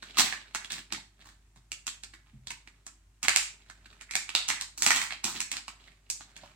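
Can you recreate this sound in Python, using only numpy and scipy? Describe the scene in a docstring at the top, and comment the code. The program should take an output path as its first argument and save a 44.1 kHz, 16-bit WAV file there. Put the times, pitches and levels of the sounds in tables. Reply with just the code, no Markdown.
"""Tearing open a snack pouch.

A stiff plastic pouch is lifted off a kitchen table, worried at its seal and torn open. The film buckles
in sharp snaps, each trailing tiny creases, and rustles under every pull. Broad panels pop through and
the table thuds. Table top and kitchen reflect it all, over faint air noise and an appliance hum."""
import sys
import numpy as np
from scipy import signal
from scipy.fft import rfft, irfft
from scipy.io import wavfile
from scipy.ndimage import uniform_filter1d

SR = 44100
rng = np.random.default_rng(int(sys.argv[2]) if len(sys.argv) > 2 else 0)


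def generate_wav(sig):
    """Save sig (samples, or channels by samples) to the path in sys.argv[1] as 16-bit PCM at SR."""
    pcm = np.round(np.clip(np.atleast_2d(sig).T, -1, 1) * 32767).astype(np.int16)
    wavfile.write(sys.argv[1], SR, pcm)


N = 288855

# film buckles: start_s, level_db, pitch_hz, bright_db
BUCKLES = [(0.028, -52.5, 1596, -7.5), (0.171, -47, 4250, -5), (0.189, -39, 3750, -19.5),
           (0.325, -42, 1770, -29), (0.548, -41, 1430, -5), (0.646, -52, 3160, -4.5),
           (0.703, -55.5, 3120, -2.5), (0.72, -54, 2920, 6), (0.905, -58.5, 2003, -19),
           (0.924, -44.5, 4867, 0), (1.56, -64.5, 1008, -4.5), (1.718, -48.5, 2725, 0),
           (1.868, -50, 2800, 5), (1.878, -48, 3200, -5.5), (2.035, -54.5, 5070, 0),
           (2.136, -57.5, 2035, -16.5), (2.471, -53.5, 3680, -1), (2.505, -49.5, 2330, -1.5),
           (2.674, -54.5, 2045, -10), (2.866, -57.5, 1437, 3.5), (3.23, -48, 2320, 4.5),
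           (3.25, -44, 2100, -10), (3.283, -28.5, 2154, -4.5), (3.361, -33, 2500, 2),
           (3.699, -52.5, 1490, -6.5), (3.858, -59, 1600, -10), (4.011, -55, 2310, -4),
           (4.11, -52, 2180, 1), (4.137, -48.5, 2210, -8), (4.154, -37, 2250, 0), (4.292, -45.5, 2530, -7),
           (4.351, -34, 3480, -4.5), (4.373, -51, 2030, -33), (4.482, -54.5, 2510, 7),
           (4.487, -44, 2850, 5), (4.502, -36.5, 2020, -7), (4.611, -48.5, 4020, 3.5),
           (4.822, -40, 1820, 5), (4.832, -53, 1790, 8.5), (4.864, -31, 2270, 0.5), (4.906, -31, 1870, -4),
           (4.961, -44, 3260, 3), (4.97, -44, 3270, -10), (5.016, -40.5, 2044, -8), (5.107, -47, 2030, -12),
           (5.123, -45.5, 2880, -11.5), (5.243, -47.5, 2330, 7.5), (5.404, -47, 2480, 5),
           (5.516, -47, 2500, 2.5), (5.568, -47, 5070, -3), (5.681, -50.5, 1188, -5.5),
           (6.1, -50.5, 2400, 10), (6.208, -56, 1500, -9), (6.365, -57.5, 2550, -1),
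           (6.435, -58.5, 1010, -21)]
# pulls that crease, slide or tear the film: start_s, length_s, level_db, body_db, bright_db
PULLS = [(0.17, 0.052, -40, -18, 1.5), (0.183, 0.028, -22.5, -21, 1.5), (0.216, .07, -42.5, -13.5, -5),
         (0.702, .11, -46.5, -13, -4), (0.919, 0.071, -47, -8, -9), (1.243, 0.085, -55, -16, -3.5),
         (2.253, 0.051, -61, -17.5, -10), (3.228, .035, -39.5, -13.5, -3), (4.272, .035, -50, -28, -8),
         (4.486, .06, -43.5, -14.5, -14), (4.775, 0.053, -51, -11.5, 7.5), (4.829, 0.036, -41, -19, 6.5),
         (4.865, .125, -35.5, -16.5, -1.5), (4.968, 0.11, -48, -18, 5), (5.239, 0.084, -41.5, -10.5, 1.5),
         (5.323, 0.11, -47, -10, -3), (5.528, 0.072, -48.5, -12, -14)]
# creasing under the fingers: time_s, level_db
FINGER_ENVELOPE = [(0, -56), (.45, -58), (1.1, -83), (1.2, -58.5), (1.4, -81.5), (2.8, -71.5),
                   (3.15, -80.5), (3.62, -62.5), (3.8, -68.5), (3.97, -56.5), (4.07, -65.5), (4.7, -69),
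                   (5.7, -70.5), (5.87, -58.5), (6.02, -69), (6.5, -58)]
# film colour at the microphone: freq_hz, gain_db
FILM_EQ = [(100, 8), (330, 9.5), (500, 6), (700, 3.5), (1100, -1), (2300, 2), (3000, 3.5), (4200, 11.5),
           (6000, 7.5), (7900, 9.5), (9200, -2), (12000, -10), (15800, -7.5)]
# broad panels popping through: start_s, level_db, pitch_hz
PANEL_POPS = [(0.027, -32, 1610), (.172, -19.5, 1181), (.459, -37, 1510), (.948, -20.5, 2000),
              (.98, -36.5, 860), (1.72, -33, 2530), (2.136, -29, 2120), (2.47, -35.5, 1000),
              (2.507, -30, 965), (2.864, -46, 660), (3.284, -17, 1800), (3.607, -39.5, 2327),
              (3.858, -33.5, 2040), (3.995, -39.5, 2150), (4.093, -29, 1990), (4.621, -31.5, 1020),
              (4.9081, -3.5, 2000), (5.124, -38, 680), (5.8, -38, 2970), (5.881, -32.5, 2010),
              (6.207, -38.5, 810), (6.433, -31.5, 600), (6.459, -40.5, 900)]
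# bumps against the table: start_s, level_db
TABLE_BUMPS = [(1.561, -52.5), (2.332, -40), (2.384, -53.5), (2.51, -53.5)]
# table modes: freq_hz, gain_db, t60_s
TABLE_MODES = [(72.4, 0.5, .16), (131, 2.5, .22), (211.7, 2.5, 0.075)]
# echoes off near surfaces: delay_s, gain_db
NEAR_ECHOES = [(.0005, -7), (.0017, -11), (.0075, -13), (.0093, -13), (.0106, -9), (.0120, -14),
               (.0228, -15)]
# kitchen decay: freq_hz, t60_s
ROOM_DECAY = [(150, .42), (500, .44), (1200, .45), (2500, .43), (5000, .40), (8000, .38), (15000, .32)]
# left-right likeness of diffuse sound: freq_hz, correlation
COHERENCE = [(100, .99), (330, .96), (700, .6), (1300, .15), (3000, 0), (15000, 0)]
# stereo tilt: freq_hz, left_minus_right_db
BALANCE = [(250, -.3), (600, -1.8), (1100, -3.8), (2200, -4.4), (4000, -.8), (8000, -2), (13000, -1)]
# still-room noise spectrum: freq_hz, relative_density_db
AIR_SPECTRUM = [(20, -24.5), (32, -11), (50, -7), (100, 8), (160, -4), (310, -9.5), (500, -17),
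                (1000, -15.5), (2000, -17), (4000, -22), (8000, -18), (10000, -25), (16000, -34.5)]

MID_SNAP_DB = -45
BAND_LIMIT_HZ = 16150


def snaps(crack_s=.0013, ring_cycles=1.4, ring_db=-6):
    """Each buckle is a click that scatters through the film; the freed panel rings briefly."""
    out, t = np.zeros(N), np.arange(2048) / SR
    for start_s, level_db, pitch_hz, bright_db in BUCKLES:
        softness_db = MID_SNAP_DB - level_db  # soft folds are slower and hollower
        decay_s = crack_s * amp(.43 * softness_db)
        body_db = -25 + .89 * softness_db
        crack = scatter(rng.standard_normal(2 * len(t)), decay_s)
        mode = np.cos(2 * np.pi * pitch_hz * t) * np.exp(-t * pitch_hz / ring_cycles)
        ring = signal.fftconvolve(crack, mode)[:len(t)]
        panel = unit(crack) + amp(ring_db) * unit(ring)
        panel = band(panel, .31 * pitch_hz, BAND_LIMIT_HZ, order=1)  # radiates little far below pitch
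        add(out, start_s, amp(level_db) * pouch(crack, panel, body_db, bright_db, top_hz=12500))
    return out


def rustles(attack_s=.001, release_s=.0035, sag_db=6.5):
    """Each pull sets off a dense run of creases that bites fast and eases as the film gives."""
    out = np.zeros(N)
    for start_s, length_s, level_db, body_db, bright_db in PULLS:
        t = np.arange(max(round(length_s * SR), 512)) / SR
        crack, panel = creasing(len(t), base_per_s=380)
        run = pouch(crack, panel, body_db, bright_db, top_hz=17000)
        edges = np.minimum(t / attack_s, 1) * np.minimum((t[-1] - t) / release_s, 1)
        add(out, start_s, run * edges * amp(level_db - sag_db * t / t[-1]))
    return out


def settling(trail_db=-46, trail_t60_s=.09, rub_db=-5):
    """Sparse creases: some under the rubbing fingers, plus a dying flurry after each snap."""
    t, kicks = np.arange(N) / SR, np.zeros(N)
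    for start_s, level_db, _, _ in BUCKLES:
        add(kicks, start_s, amp([trail_db + .75 * (level_db - MID_SNAP_DB)]))
    trail_gain = signal.lfilter([1], [1, -amp(-60 / (trail_t60_s * SR))], kicks + 1e-12)
    finger_gain = amp(np.interp(t, *np.transpose(FINGER_ENVELOPE)))
    crack, panel = creasing(N, base_per_s=260)
    handling = pouch(crack, panel, body_db=-12, bright_db=-8, top_hz=15000)
    rub = amp(rub_db) * unit(band(crack, 380, 800))
    flurry = pouch(crack, panel, body_db=-25, bright_db=-3, top_hz=15000)
    return finger_gain * (handling + rub) + trail_gain * flurry


def creasing(n, base_per_s, facet_db=-2, spread_db=4.5, hiss_gain=.22):
    """Clumps of tiny unequal creases over the hiss of sliding film; each rings a small facet."""
    span = max(n, SR)
    chance, size_draw, facet_draw = rng.random((3, span))[:, :n]
    slip = unit(uniform_filter1d(rng.standard_normal(span), 300))[:n]  # grip holds and gives
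    rate_per_s = base_per_s * amp(5 * slip)
    sizes = amp(spread_db * np.minimum(-np.log(size_draw + 1e-9), 3))
    creases = sizes * (chance < rate_per_s / SR) * rng.choice([-1, 1], span)[:n]
    crack = unit(creases) + hiss_gain * rng.standard_normal(span)[:n]
    facets_hz = np.geomspace(900, 3600, num=8)
    facet = np.floor(facet_draw * len(facets_hz))
    rings = sum(band(creases * (facet == k), hz / 1.15, hz * 1.15, order=1)
                for k, hz in enumerate(facets_hz))
    return crack, unit(crack) + amp(facet_db) * unit(rings)


def pouch(crack, panel, body_db, bright_db, top_hz):
    """A fold radiates three ways: enclosed air, flexing panel, sharp crease."""
    body = unit(band(crack, 140, 330))
    middle = unit(band(panel, 643, 2880))
    top = unit(band(crack, 5600, top_hz))
    return amp(body_db) * body + middle + amp(bright_db) * top


def pops(t60_cycles=15):
    """A broad panel pops through and rings in one hollow mode."""
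    out = np.zeros(N)
    for start_s, level_db, pitch_hz in PANEL_POPS:
        add(out, start_s, knock(level_db, pitch_hz, t60_cycles / pitch_hz))
    return out


def thuds():
    """Each bump excites the table's low modes."""
    out = np.zeros(N)
    for start_s, level_db in TABLE_BUMPS:
        modes = [knock(level_db + gain_db, hz, t60_s) for hz, gain_db, t60_s in TABLE_MODES]
        add(out, start_s, sum(modes))
    return out


def knock(level_db, hz, t60_s):
    """One damped mode with a soft onset of about a cycle."""
    t = np.arange(SR // 2) / SR
    return amp(level_db - 60 * t / t60_s) * (1 - np.exp(-t * hz)) * np.sin(2 * np.pi * hz * t)


def moving_paths(x, count=3, cycle_hz=2.3):
    """The pouch keeps moving: its room paths crossfade from one set to the next."""
    phase = 2 * np.pi * np.arange(N) / SR * cycle_hz
    weights = np.array([np.maximum(np.cos(phase - 2 * np.pi * k / count), 0) ** 2 for k in range(count)])
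    return sum(kitchen(x * weight) for weight in weights / weights.sum(0))


def kitchen(x, tail_db=-1.5, build_s=.003, left_lag_samples=3):
    """Direct sound, echoes off hands, table and near surfaces, then the diffuse tail."""
    t = np.arange(SR * 3 // 4) / SR
    hz, frame_s, spectra = signal.stft(diffuse_noise(len(t)), SR, nperseg=256)
    decay = amp(-60 * frame_s / lookup(ROOM_DECAY, hz)[:, None])
    tail = signal.istft(spectra * decay, SR, nperseg=256)[1][:, :len(t)]
    tail *= 1 - np.exp(-t / build_s)
    response = amp(tail_db) * tail / np.linalg.norm(tail[0])
    for delay_s, gain_db in NEAR_ECHOES:
        echoes = scatter(diffuse_noise(1024), decay_s=.0008)
        for side, echo in zip(response, echoes):
            add(side, delay_s, amp(gain_db) * echo)
    response[0, left_lag_samples] += .7  # pouch right of centre: left is later and weaker
    response[1, 0] += 1
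    return signal.fftconvolve(x[None], response, axes=1)[:, :N]


def room_air(level_db=-61):
    """Faint steady noise of the still room."""
    hz = np.fft.rfftfreq(N, 1 / SR)
    air = irfft(rfft(diffuse_noise(N)) * amp(lookup(AIR_SPECTRUM, hz)), N)
    return amp(level_db) * air / np.std(band(air[0], 80, 16000))


def appliance_hum(pitch_hz=49.6, level_db=-54.5, waver_rad=.2, drift_hz=4):
    """A low tone wavering in phase and level."""
    hz = np.fft.rfftfreq(N, 1 / SR)
    lowpass = np.exp(-(hz / drift_hz) ** 2)
    phase_drift, drift_db = unit(irfft(rfft(rng.standard_normal((2, N))) * lowpass, N))
    phase = 2 * np.pi * pitch_hz * np.arange(N) / SR + waver_rad * phase_drift
    return amp(level_db) * unit(np.sin(phase) * amp(drift_db))


def suppress(x, depth_db=9, range_db=22):
    """Noise suppressor: turns down what lies near the steady floor, shortening quiet tails."""
    spectra = signal.stft(x, SR, nperseg=512)[2]
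    power = (abs(spectra) ** 2).mean(0)
    power = uniform_filter1d(uniform_filter1d(power, 15, axis=0), 3, axis=1)
    level_db = 10 * np.log10(abs(power) + 1e-20)
    excess_db = level_db - np.percentile(level_db, 15, axis=1, keepdims=True)
    gain = amp(-depth_db * np.clip(1 - excess_db / range_db, 0, 1))
    return signal.istft(spectra * gain, SR, nperseg=512)[1][:, :N]


def scatter(noise, decay_s):
    """A click smeared by many short paths: flat spectrum, unit energy."""
    size = noise.shape[-1]
    spectrum = rfft(noise * np.exp(-np.arange(size) / SR / decay_s))
    burst = irfft(spectrum / (abs(spectrum) + 1e-9), size)[..., :size // 2]
    return burst / np.linalg.norm(burst, axis=-1, keepdims=True)


def diffuse_noise(n):
    """Stereo noise, alike in the bass as at two close ports."""
    left, other = rfft(rng.standard_normal((2, n)))
    correlation = lookup(COHERENCE, np.fft.rfftfreq(n, 1 / SR))
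    right = correlation * left + np.sqrt(1 - correlation ** 2) * other
    return irfft([left, right], n)


def colour(x, curve, power=1, size=4096):
    """Minimum-phase EQ: clicks keep their sharp front."""
    log_gain = power * np.log(amp(lookup(curve, abs(np.fft.fftfreq(size, 1 / SR)))))
    taps = np.fft.ifft(np.exp(np.conj(signal.hilbert(log_gain)))).real
    return signal.oaconvolve(x, taps[:size // 2])[:len(x)]


def band(x, lo_hz, hi_hz, order=2):
    """Causal band-pass."""
    return signal.sosfilt(signal.butter(order, [lo_hz, hi_hz], "band", fs=SR, output="sos"), x)


def lookup(curve, hz):
    """Interpolates on a log-frequency axis."""
    knots_hz, values = np.transpose(curve)
    return np.interp(np.log(hz + 1), np.log(knots_hz + 1), values)


def add(mix, start_s, sound):
    """Mixes in place."""
    part = mix[round(start_s * SR):][:len(sound)]
    part += sound[:len(part)]


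def amp(db):
    """Decibels to gain."""
    return 10 ** (np.asarray(db) / 20)


def unit(x):
    """Scales to unit rms."""
    return x / np.sqrt(np.mean(x ** 2) + 1e-20)


def scene():
    """The pouch in the kitchen, in stereo."""
    film = colour(snaps() + rustles() + settling(), FILM_EQ)
    left, right = moving_paths(film + pops() + thuds())
    pair = np.array([colour(left, BALANCE, power=.5), colour(right, BALANCE, power=-.5)])
    return pair + room_air() + appliance_hum()


def record(dry):
    """Noise suppression, the microphone's low-mid dip, soft overload, band limit."""
    quiet = suppress(dry)
    notched = signal.lfilter(*signal.iirnotch(490, Q=3, fs=SR), quiet)
    clipped = np.tanh(.15 * quiet + .85 * notched)
    lowpass = signal.firwin(511, BAND_LIMIT_HZ, window=("kaiser", 9), fs=SR)
    return signal.oaconvolve(clipped, lowpass[None], "same")


dry = scene()
out = record(dry)
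generate_wav(out)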